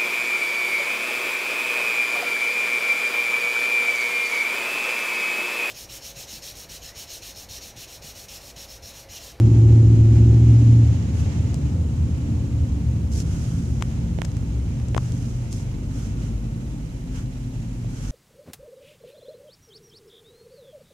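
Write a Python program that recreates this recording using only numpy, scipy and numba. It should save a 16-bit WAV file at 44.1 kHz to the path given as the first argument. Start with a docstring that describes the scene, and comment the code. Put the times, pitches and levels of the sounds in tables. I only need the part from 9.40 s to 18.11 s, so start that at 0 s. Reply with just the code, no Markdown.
"""An eight-cylinder engine heard inside a car: it pulls, the driver lifts off and the car rolls down to idle.
The engine is a stack of sine tones locked to its turning, with passing hums and three ticking valves.
A hand on the plastic casing of a two-port microphone makes clicks (ringing modes) and rubs (grainy noise).
Behind them, shaped noise makes the road rumble, tyre thrum, hiss, a faint whistle and microphone hiss."""
import sys
import numpy as np
from scipy import signal
from scipy.fft import rfft, irfft, next_fast_len
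from scipy.io import wavfile
from numba import njit

SR = 44100
rng = np.random.default_rng(int(sys.argv[2]) if len(sys.argv) > 2 else 0)


def file_out(sig):
    """Save sig as 16-bit WAV at sys.argv[1]."""
    # one column per channel
    cols = np.atleast_2d(sig).T
    # limit, then scale
    lim = np.clip(cols, -1, 1)
    pcm = np.round(lim * 32767).astype(np.int16)
    wavfile.write(sys.argv[1], SR, pcm)


N = 384111

# Speed of the crankshaft: time_s, speed_rpm
ENGINE_SPEED = [(0.0, 1682), (0.35, 1691), (0.65, 1670), (1.05, 1726), (1.4, 1727), (1.85, 1610),
                (2.1, 1470), (2.4, 960), (2.6, 872), (3.25, 852), (3.7, 771), (4.2, 729), (5.1, 788),
                (5.5, 749), (5.75, 715), (6.45, 715), (6.6, 775), (6.9, 778), (7.3, 679), (7.7, 651),
                (8.2, 674)]
# Tones that follow the firing level: multiple_of_cycle (a cycle is two turns), level_db, waver_db
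FIRING_TONES = [(3, -29, 2), (5, -16, 2.5), (6, -19, 2.5), (8, 0, .8), (9, -23, 2), (12, -25, 2),
                (14, -31, 1), (16, -21.5, .7), (17, -21.5, .5), (21, -23, .5)]
# Tones that follow the exhaust rasp level: multiple_of_cycle, level_db, waver_db
RASP_TONES = [(20, -1, .7), (24, -1.5, .7), (26, -3, .7), (33, -21, 2), (40, -26, 3), (48, -29, 3),
              (56, -26, 2)]
# Tone at twice the firing rate: multiple_of_cycle, level_db, waver_db
COASTING_TONES = [(16, 0, 0.35)]
# Hums that come up for a while: start_s, hold_s, pitch_hz, sag_hz_per_s, level_db
HUMS = [(0.944, 0.25, 275.7, 3.5, -31), (2.5, 0.58, 290, 2, -41), (0.998, 0.48, 84, -0.5, -29.5),
        (1.552, 0.64, 73, 0, -33.5), (1.997, 0.74, 84, 2.5, -34.5), (2.85, 0.47, 115.3, 0, -28.5),
        (2.999, 0.45, 69.45, 1.5, -26), (4.401, 1.38, 120.5, 0.5, -30.5), (2.9, 1.904, 172.8, 3, -37.5),
        (3.4, 0.66, 134, 0, -38.5), (4.198, 0.33, 225.2, -2, -40.5), (6.103, 0.47, 257, 1, -43.5),
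        (7.5, 1.2, 259.7, 4.5, -42), (7.85, 1, 116, -2, -34.5)]
# Ticking valves: share_of_cycle, strength_db
VALVE_TICKS = [(0, -53), (.385, -54.5), (.64, -57)]
# Ringing of a struck valve: pitch_hz, strength_db, time_to_fall_60_db_s
VALVE_RINGING = [(3940, -1, .05), (4140, -2, .035)]
# Air and panel modes of the cabin: pitch_hz, width_hz, boost_db
CABIN_MODES = [(75.4, 5.5, 3), (97.6, 4.1, 6), (119.9, 5.8, 4.5), (171.1, 9.5, 7), (222.3, 7.5, 6),
               (259.8, 7.6, 6.5), (288.6, 9, 7), (361.3, 16, 4.5)]
# Clicks of the casing: time_s, middle_db, then against the middle: thud_db, knock_db, high_db;
# last, left_minus_right_db
CASING_CLICKS = [(2.1433, -44.5, -5, -5, 3, 8), (3.7262, -54, -22, -20, 4, -8),
                 (3.736, -50, -20, -20.5, 1, -1), (3.761, -49, -20, -20, 1, 0),
                 (3.8024, -45, -9, -26, 4.5, 0), (4.411, -42, -17, -4, -14, 7),
                 (4.4227, -41.5, -23, 12, -15, 11.5), (4.424, -23.5, -43, -25, -14.5, 10.5),
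                 (4.7873, -41.5, -4, -14, -28, -24.5), (4.818, -27.5, -16.5, -4, -18, -14.5),
                 (4.828, -62, -20, -20, 4, 0), (4.8477, -40, -11, -1, -3, 5),
                 (4.8508, -43, -14, -9, -2.5, 20), (4.8548, -52, -8, -12, 1, 0), (4.8834, -53, 0, 4, -8, 2),
                 (4.9172, -51, -18, -19, -7, -14), (4.9685, -46, -19, -1.5, -8, 16),
                 (5.399, -43.5, -20, -2, -13, 2), (5.4849, -57, 1, 1, 6, 10),
                 (5.5467, -28.5, -17, -7, -25, -16), (5.5652, -33.5, -2.5, 1, -18, 14),
                 (5.568, -45, -16, 11, -12, 12), (5.5762, -37, -10, -11, -9, 7),
                 (5.5786, -29, -36, 8, -13.5, 9.5), (5.721, -46, -21, -20, -1, 3),
                 (6.128, -47, -23, -23, 8, -1), (8.446, -60, 9, 9, -13, -10)]
# Ringing of the casing: pitch_hz, strength_db, time_to_fall_60_db_s
CASING_MODES = [(620, 30.5, 0.0031), (1060, 11.5, 0.0071), (1410, 10.5, 0.004), (1970, 10.5, 0.0024),
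                (3270, 9.5, 0.0025), (5130, 19.5, 0.0031), (6450, 18.5, 0.0057), (7500, 18, 0.0055),
                (8900, 18, 0.0021), (12700, 13, 0.0018)]
# Hand rubbing on the casing: start_s, rise_s, hold_s, fall_s, bright_db, dull_minus_bright_db
RUB_STROKES = [(1.724, 0.08, 0.014, 0.04, -48, -2), (3.698, 0.084, 0.022, 0.029, -39, -16),
               (3.78, 0.14, 0.091, 0.65, -48, -4), (5.533, 0.092, 0.26, 0.27, -52, -4.5),
               (6.106, 0.018, 0.0032, 0.13, -44, -15), (6.472, 0.099, 0.078, 0.1, -50, -2.5),
               (6.744, 0.07, 0.065, 0.044, -54.5, -1), (7.71, .05, 0.035, 0.05, -49.5, 1),
               (8.457, 0.18, .2, 0.04, -47.5, -3)]
# Colour of the bright and dull parts of a rub: pitch_hz, level_db (per Hz)
RUB_BRIGHT_COLOUR = [(2500, -17.5), (4000, -15.5), (5200, -8), (6500, -4.5), (7600, -10), (9000, -13.5),
                     (12000, -22), (14600, -34)]
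RUB_DULL_COLOUR = [(1000, -8), (1300, 0.5), (1550, -0.5), (1900, -7.5), (3200, -6.0), (4500, -25)]
# Speed of the car: time_s, speed_kmh
CAR_SPEED = [(0, 35.8), (1.2, 39), (3, 36.7), (5.5, 31.4), (6.1, 26), (7.6, 25.5), (8.71, 22.4)]
# Slow changes in the level of the rumble and thrum: time_s, change_db
ROAD_LEVEL = [(0, 3), (1.5, -0.5), (2.4, -0.5), (3.5, -1.5), (6, -1.5), (6.8, 0.5), (7.2, 0.5),
              (7.55, -3.5), (8.1, -2.5), (8.71, -1)]
# Colours of the rumble, the thrum before it is swept, and the hiss: pitch_hz, level_db (per Hz)
RUMBLE_COLOUR = [(20, -29), (30, -17), (38, -14.5), (58, -18.5), (90, -7.5), (125, -1), (170, -9),
                 (195, -13.5), (230, -10.5), (295, -17.5), (325, -20.5), (400, -26.5), (500, -26.5),
                 (670, -36), (1500, -43), (2500, -83.5)]
THRUM_COLOUR = [(15, -18.0), (100, -2.5), (300, 3.0), (600, -40.5)]
HISS_COLOUR = [(530, 0.5), (900, 0), (1050, -7.5), (1420, -8.5), (1850, -6), (2080, -5.5), (2860, -6.5),
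               (3100, -7.5), (3520, -11), (4450, -12.5), (6770, -7.5), (8350, -19), (11000, -28.5),
               (14600, -47.5)]
# Air whistling at a gap: time_s, pitch_hz, level_db
GAP_WHISTLE = [(0, 6830, -63), (0.6, 6800, -62), (1.6, 6770, -63), (2.0, 6900, -66), (2.4, 6970, -66),
               (3.3, 6970, -68), (3.7, 6970, -85)]
# Colour of the steady microphone hiss: pitch_hz, level_db (per Hz)
SELF_NOISE_COLOUR = [(3000, -25), (8000, 2), (11000, -2.5), (14600, -8.5)]
# How alike noise is at the two ports: pitch_hz, likeness (1 is identical, 0 is unrelated)
PORT_LIKENESS = [(60, 0.95), (150, 1), (350, 1), (700, 0.39), (1500, 0.24), (4000, 0.027), (9000, 0.028),
                 (14000, 0.17)]
# Which port gets more of the noise: pitch_hz, left_minus_right_db
PORT_LEANING = [(60, 1), (130, 0), (290, -1.5), (620, 2), (1360, -2.5), (2970, -4.5), (6490, -0.5),
                (14200, -2)]

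TICK_AT_S = 7.859   # a moment at which an engine cycle begins
LIFT_S, LIFT_SETTLE_S = 1.408, 0.28   # the driver lifts off; firing dies down towards off load
PULL_DB, IDLE_DB = -12.5, -36   # firing under load and off load, before the cabin boost
RASP_DB, RASP_FADE_S, RASP_FALL_DB_PER_S = -32, 0.84, 21   # holds, then fades from this time
# Heard while the engine brakes near idle speed; the level is before the cabin boost
COASTING_DB, COASTING_S, COASTING_HOLD_S = -37, 2.72, 3.7
HUM_FADE_S = 0.21
RUB_EDGE_DB = 11.5   # a stroke swells over this range, fading in and out below it
THRUM_HZ_PER_KMH = 2.037
THRUM_WIDTH = .36   # share of the centre frequency
# Starting levels, before the slow changes and flicker, and the loss each time the car's speed halves
RUMBLE_DB, RUMBLE_LOSS_DB = -25, 7.5
THRUM_DB, THRUM_LOSS_DB = -24.5, 12.5
HISS_DB, HISS_LOSS_DB = -44, 1.5
HISS_RPM_LOSS_DB = 4   # lost each time the engine speed halves
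WHISTLE_BLUR_HZ = 30   # half width of each band
WHISTLE_UPPER, WHISTLE_UPPER_DB = 1.11, -2   # a weaker band above: pitch ratio, level
SELF_NOISE_DB = -61
LEFT_LEAD_S = 0.000264   # the shaped noise reaches the left port first
CUTOFF_HZ = 14550


def engine():
    """Firing, exhaust and coasting tones locked to the crankshaft, with hums and valve ticks."""
    t = np.arange(N) / SR
    cycle_hz = in_time(ENGINE_SPEED)[0] / 120   # one cycle is two turns
    cycles = np.cumsum(cycle_hz) / SR
    cycles = cycles - cycles[round(TICK_AT_S * SR)]
    # Eight cylinders fire in a cycle; the boom is louder on a cabin mode
    lift_off = np.exp(-np.maximum(t - LIFT_S, 0) / LIFT_SETTLE_S)
    firing_db = IDLE_DB + (PULL_DB - IDLE_DB) * lift_off + cabin_db(8 * cycle_hz)
    firing = from_db(firing_db) * tones(FIRING_TONES, cycles)
    rasp_db = RASP_DB - RASP_FALL_DB_PER_S * np.maximum(t - RASP_FADE_S, 0)
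    rasp = from_db(rasp_db) * tones(RASP_TONES, cycles)
    coasting_level = from_db(COASTING_DB + cabin_db(16 * cycle_hz))
    coasting_level = coasting_level * stroke(COASTING_S, .3, COASTING_HOLD_S, .3)
    coasting = coasting_level * tones(COASTING_TONES, cycles)
    # Tones are the same at both ports; the ticks are not
    return firing + rasp + coasting + hum() + valve_ticks(cycles)


def tones(table, cycles):
    """Sines on whole multiples of the engine cycle, each wavering in level."""
    total = 0
    for multiple, level_db, waver_db in table:
        level = np.sqrt(2) * from_db(level_db + waver_db * drift(1.2))
        total = total + level * np.sin(2 * np.pi * (round(multiple) * cycles + rng.random()))
    return total


def hum():
    """Wavering tones that fade in, drift a little in pitch and fade out."""
    t = np.arange(N) / SR
    total = 0
    for start, hold, hz, sag_hz_per_s, level_db in HUMS:
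        age = t - start
        level = np.sqrt(2) * from_db(level_db + 2.0 * drift(1.6))
        turns = (hz - sag_hz_per_s * age / 2) * age
        total = total + stroke(start, HUM_FADE_S, hold, HUM_FADE_S) * level * np.sin(2 * np.pi * turns)
    return total


def valve_ticks(cycles):
    """Each valve is struck once a cycle and rings briefly, louder at the right port."""
    strikes, ticks = 0, 0
    for share, strength_db in VALVE_TICKS:
        count = np.floor(cycles - share)
        strikes = strikes + from_db(strength_db) * np.diff(count, prepend=count[0])
    for hz, strength_db, t60 in VALVE_RINGING:
        uneven = strikes * from_db(rng.normal(0, 0.67, N))
        ticks = ticks + from_db(strength_db) * ring(uneven, hz, t60)
    return ticks * from_db([[-7], [0]])


def cabin_db(hz):
    """Boost that the cabin's resonances give at a frequency."""
    return sum(boost_db / (1 + (2 * (hz - mode_hz) / width_hz) ** 2)
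               for mode_hz, width_hz, boost_db in CABIN_MODES)


def clicks():
    """Each click sets all casing modes ringing, with its own strengths at each port."""
    s, middle_db, thud_db, knock_db, high_db, pan_db = np.transpose(CASING_CLICKS)
    at = np.round(s * SR).astype(int)
    out = np.zeros((2, N))
    for k, (hz, strength_db, t60) in enumerate(CASING_MODES):
        if hz < 800:
            tone_db = thud_db
        elif hz < 1700:
            tone_db = knock_db
        else:
            tone_db = high_db if hz > 4000 else 0
        chance_db = 2 * rng.normal(0, 1, (2, len(s)))
        blow_db = middle_db + tone_db + strength_db + chance_db + pan_db / 2 * [[1], [-1]]
        blows = np.zeros((2, N))
        blows[:, at] = (-1) ** k * from_db(blow_db)   # neighbouring modes start in opposite directions
        # A mode builds up over about one of its own vibrations
        push = signal.windows.hann(int(.9 * SR / hz) + 3)
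        out += ring(signal.lfilter(push / push.sum(), [1], blows), hz, t60)
    return out


def rubs():
    """Skin dragging over plastic: grainy noise, a bright part and a dull part under each stroke."""
    bright, dull, rough = 0, 0, drift(84.0)
    for start, rise, hold, fall, bright_db, dull_db in RUB_STROKES:
        shape = stroke(start, rise, hold, fall)
        level_db = bright_db - RUB_EDGE_DB * (1 - shape)
        depth_db = np.clip((level_db + 58) / 8, 1, 2)   # a harder rub is grainier
        grain = np.minimum(4 * shape, 1) * from_db(level_db + depth_db * rough)
        bright = bright + grain
        dull = dull + from_db(dull_db) * grain
    return bright * ports(RUB_BRIGHT_COLOUR) + dull * ports(RUB_DULL_COLOUR)


def road():
    """Noise through the cabin modes rumbles, a moving band thrums, and air, tread and engine hiss."""
    speed, road_level_db = in_time(CAR_SPEED)[0], in_time(ROAD_LEVEL)[0]
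    slower = halvings(speed)
    rumble_db = RUMBLE_DB - RUMBLE_LOSS_DB * slower + road_level_db
    rumble = from_db(rumble_db) * ports(RUMBLE_COLOUR, CABIN_MODES)
    # The tyre thrum sinks in pitch as the car slows; two sweeps make its edges steeper
    thrum_hz = THRUM_HZ_PER_KMH * speed
    wide = sweep(ports(THRUM_COLOUR), thrum_hz, THRUM_WIDTH, SR)
    narrow = rms_one(sweep(wide, thrum_hz, THRUM_WIDTH, SR))
    thrum = from_db(THRUM_DB - THRUM_LOSS_DB * slower + road_level_db) * narrow
    hiss_db = HISS_DB - HISS_LOSS_DB * slower - HISS_RPM_LOSS_DB * halvings(in_time(ENGINE_SPEED)[0])
    flicker_db = 0.7 * drift(2.1) + 0.7 * drift(25.0)
    hiss = from_db(hiss_db + flicker_db) * ports(HISS_COLOUR)
    return rumble + thrum + hiss


@njit
def sweep(x, hz, width_share, rate):
    """A band-pass filter whose centre moves, worked out sample by sample."""
    out = np.zeros_like(x)
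    for c in range(x.shape[0]):
        low = band = 0.0
        for i in range(x.shape[1]):
            step = 2 * np.pi * hz[i] / rate
            low += step * band
            band += step * (x[c, i] - low - width_share * band)
            out[c, i] = band * np.sqrt(width_share / step)
    return out


def whistle():
    """Air at a gap makes two narrow bands of noise, unrelated at the two ports."""
    hz, level_db = in_time(GAP_WHISTLE)
    turns = 2 * np.pi * np.cumsum(hz) / SR
    both = []
    for port in range(2):
        # Slow chance times a sine is a narrow band around that sine
        lower = drift(WHISTLE_BLUR_HZ) * np.sin(turns) + drift(WHISTLE_BLUR_HZ) * np.cos(turns)
        upper = drift(WHISTLE_BLUR_HZ) * np.sin(WHISTLE_UPPER * turns)
        both.append(lower + from_db(WHISTLE_UPPER_DB) * upper)
    return from_db(level_db) * np.array(both)


def self_noise():
    """The microphone's own steady hiss, as shaped noise."""
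    return from_db(SELF_NOISE_DB) * ports(SELF_NOISE_COLOUR)


def ports(spectrum, boosts=()):
    """Noise of this colour at the two ports, alike in the bass and less so in the treble; rms 1."""
    size = next_fast_len(N)
    hz = np.maximum(np.arange(size // 2 + 1) * SR / size, 1)
    level = from_db(at_hz(spectrum, hz))
    for mode_hz, width_hz, boost_db in boosts:
        level = level * from_db(boost_db / (1 + (2 * (hz - mode_hz) / width_hz) ** 2))
    left_right = np.array([[1], [-1]])
    mid, side = rfft(rng.standard_normal((2, size)))
    alike = np.clip(at_hz(PORT_LIKENESS, hz), -1, 1)
    pair = np.sqrt(1 + alike) * mid + np.sqrt(1 - alike) * side * left_right
    lean = from_db(at_hz(PORT_LEANING, hz) / 2 * left_right)
    lead = np.exp(1j * np.pi * hz * LEFT_LEAD_S * left_right)
    return rms_one(irfft(pair * level * lean * lead, size)[:, :N])


def ring(blows, hz, t60):
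    """A unit blow sets a sine of height 1 ringing; it falls by 60 dB in t60 seconds."""
    r, w = from_db(-60 / (t60 * SR)), 2 * np.pi * hz / SR
    return signal.lfilter([0, np.sin(w)], [1, -2 * r * np.cos(w), r * r], blows + 1e-18)


def drift(rate_hz):
    """Slow chance: noise at every 40th sample, smoothed twice by a low-pass; spread 1."""
    r = np.exp(-80 * np.pi * rate_hz / SR)
    noise = rng.standard_normal(N // 40 + 2002)
    slow = signal.lfilter([1], [1, -2 * r, r * r], noise)[2000:]   # skip the filter's start
    return np.interp(np.arange(N) / 40, np.arange(len(slow)), rms_one(slow))


def stroke(start, rise, hold, fall):
    """Rise, hold and fall, from 0 to 1 and back; times in seconds."""
    return np.interp(np.arange(N) / SR, np.cumsum([start, rise, hold, fall]), [0, 1, 1, 0])


def in_time(rows):
    """Columns of a table as curves, one value a sample."""
    s, *columns = np.transpose(rows)
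    return [np.interp(np.arange(N) / SR, s, column) for column in columns]


def at_hz(points, hz):
    """A table of values by pitch, read on a log-frequency axis."""
    point_hz, values = np.transpose(points)
    return np.interp(np.log(hz), np.log(point_hz), values)


def halvings(x):
    """How many times a curve has halved since its start."""
    return np.log2(x[0] / x)


def from_db(db):
    """Decibels to gain."""
    return 10 ** (np.asarray(db) / 20)


def rms_one(x):
    """Scale to an rms (average strength) of 1."""
    return x / np.sqrt(np.mean(x ** 2) + 1e-20)


def scene():
    """All sources added together at the two ports."""
    return engine() + clicks() + rubs() + road() + whistle() + self_noise()


def record(dry):
    """Peaks are rounded, then a steep low-pass cuts the top."""
    rounded = 1.167 * np.tanh(dry / 1.134)
    top = signal.ellip(16, .5, 70, CUTOFF_HZ, fs=SR, output="sos")
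    return signal.sosfilt(top, rounded)


dry = scene()
out = record(dry)
file_out(out)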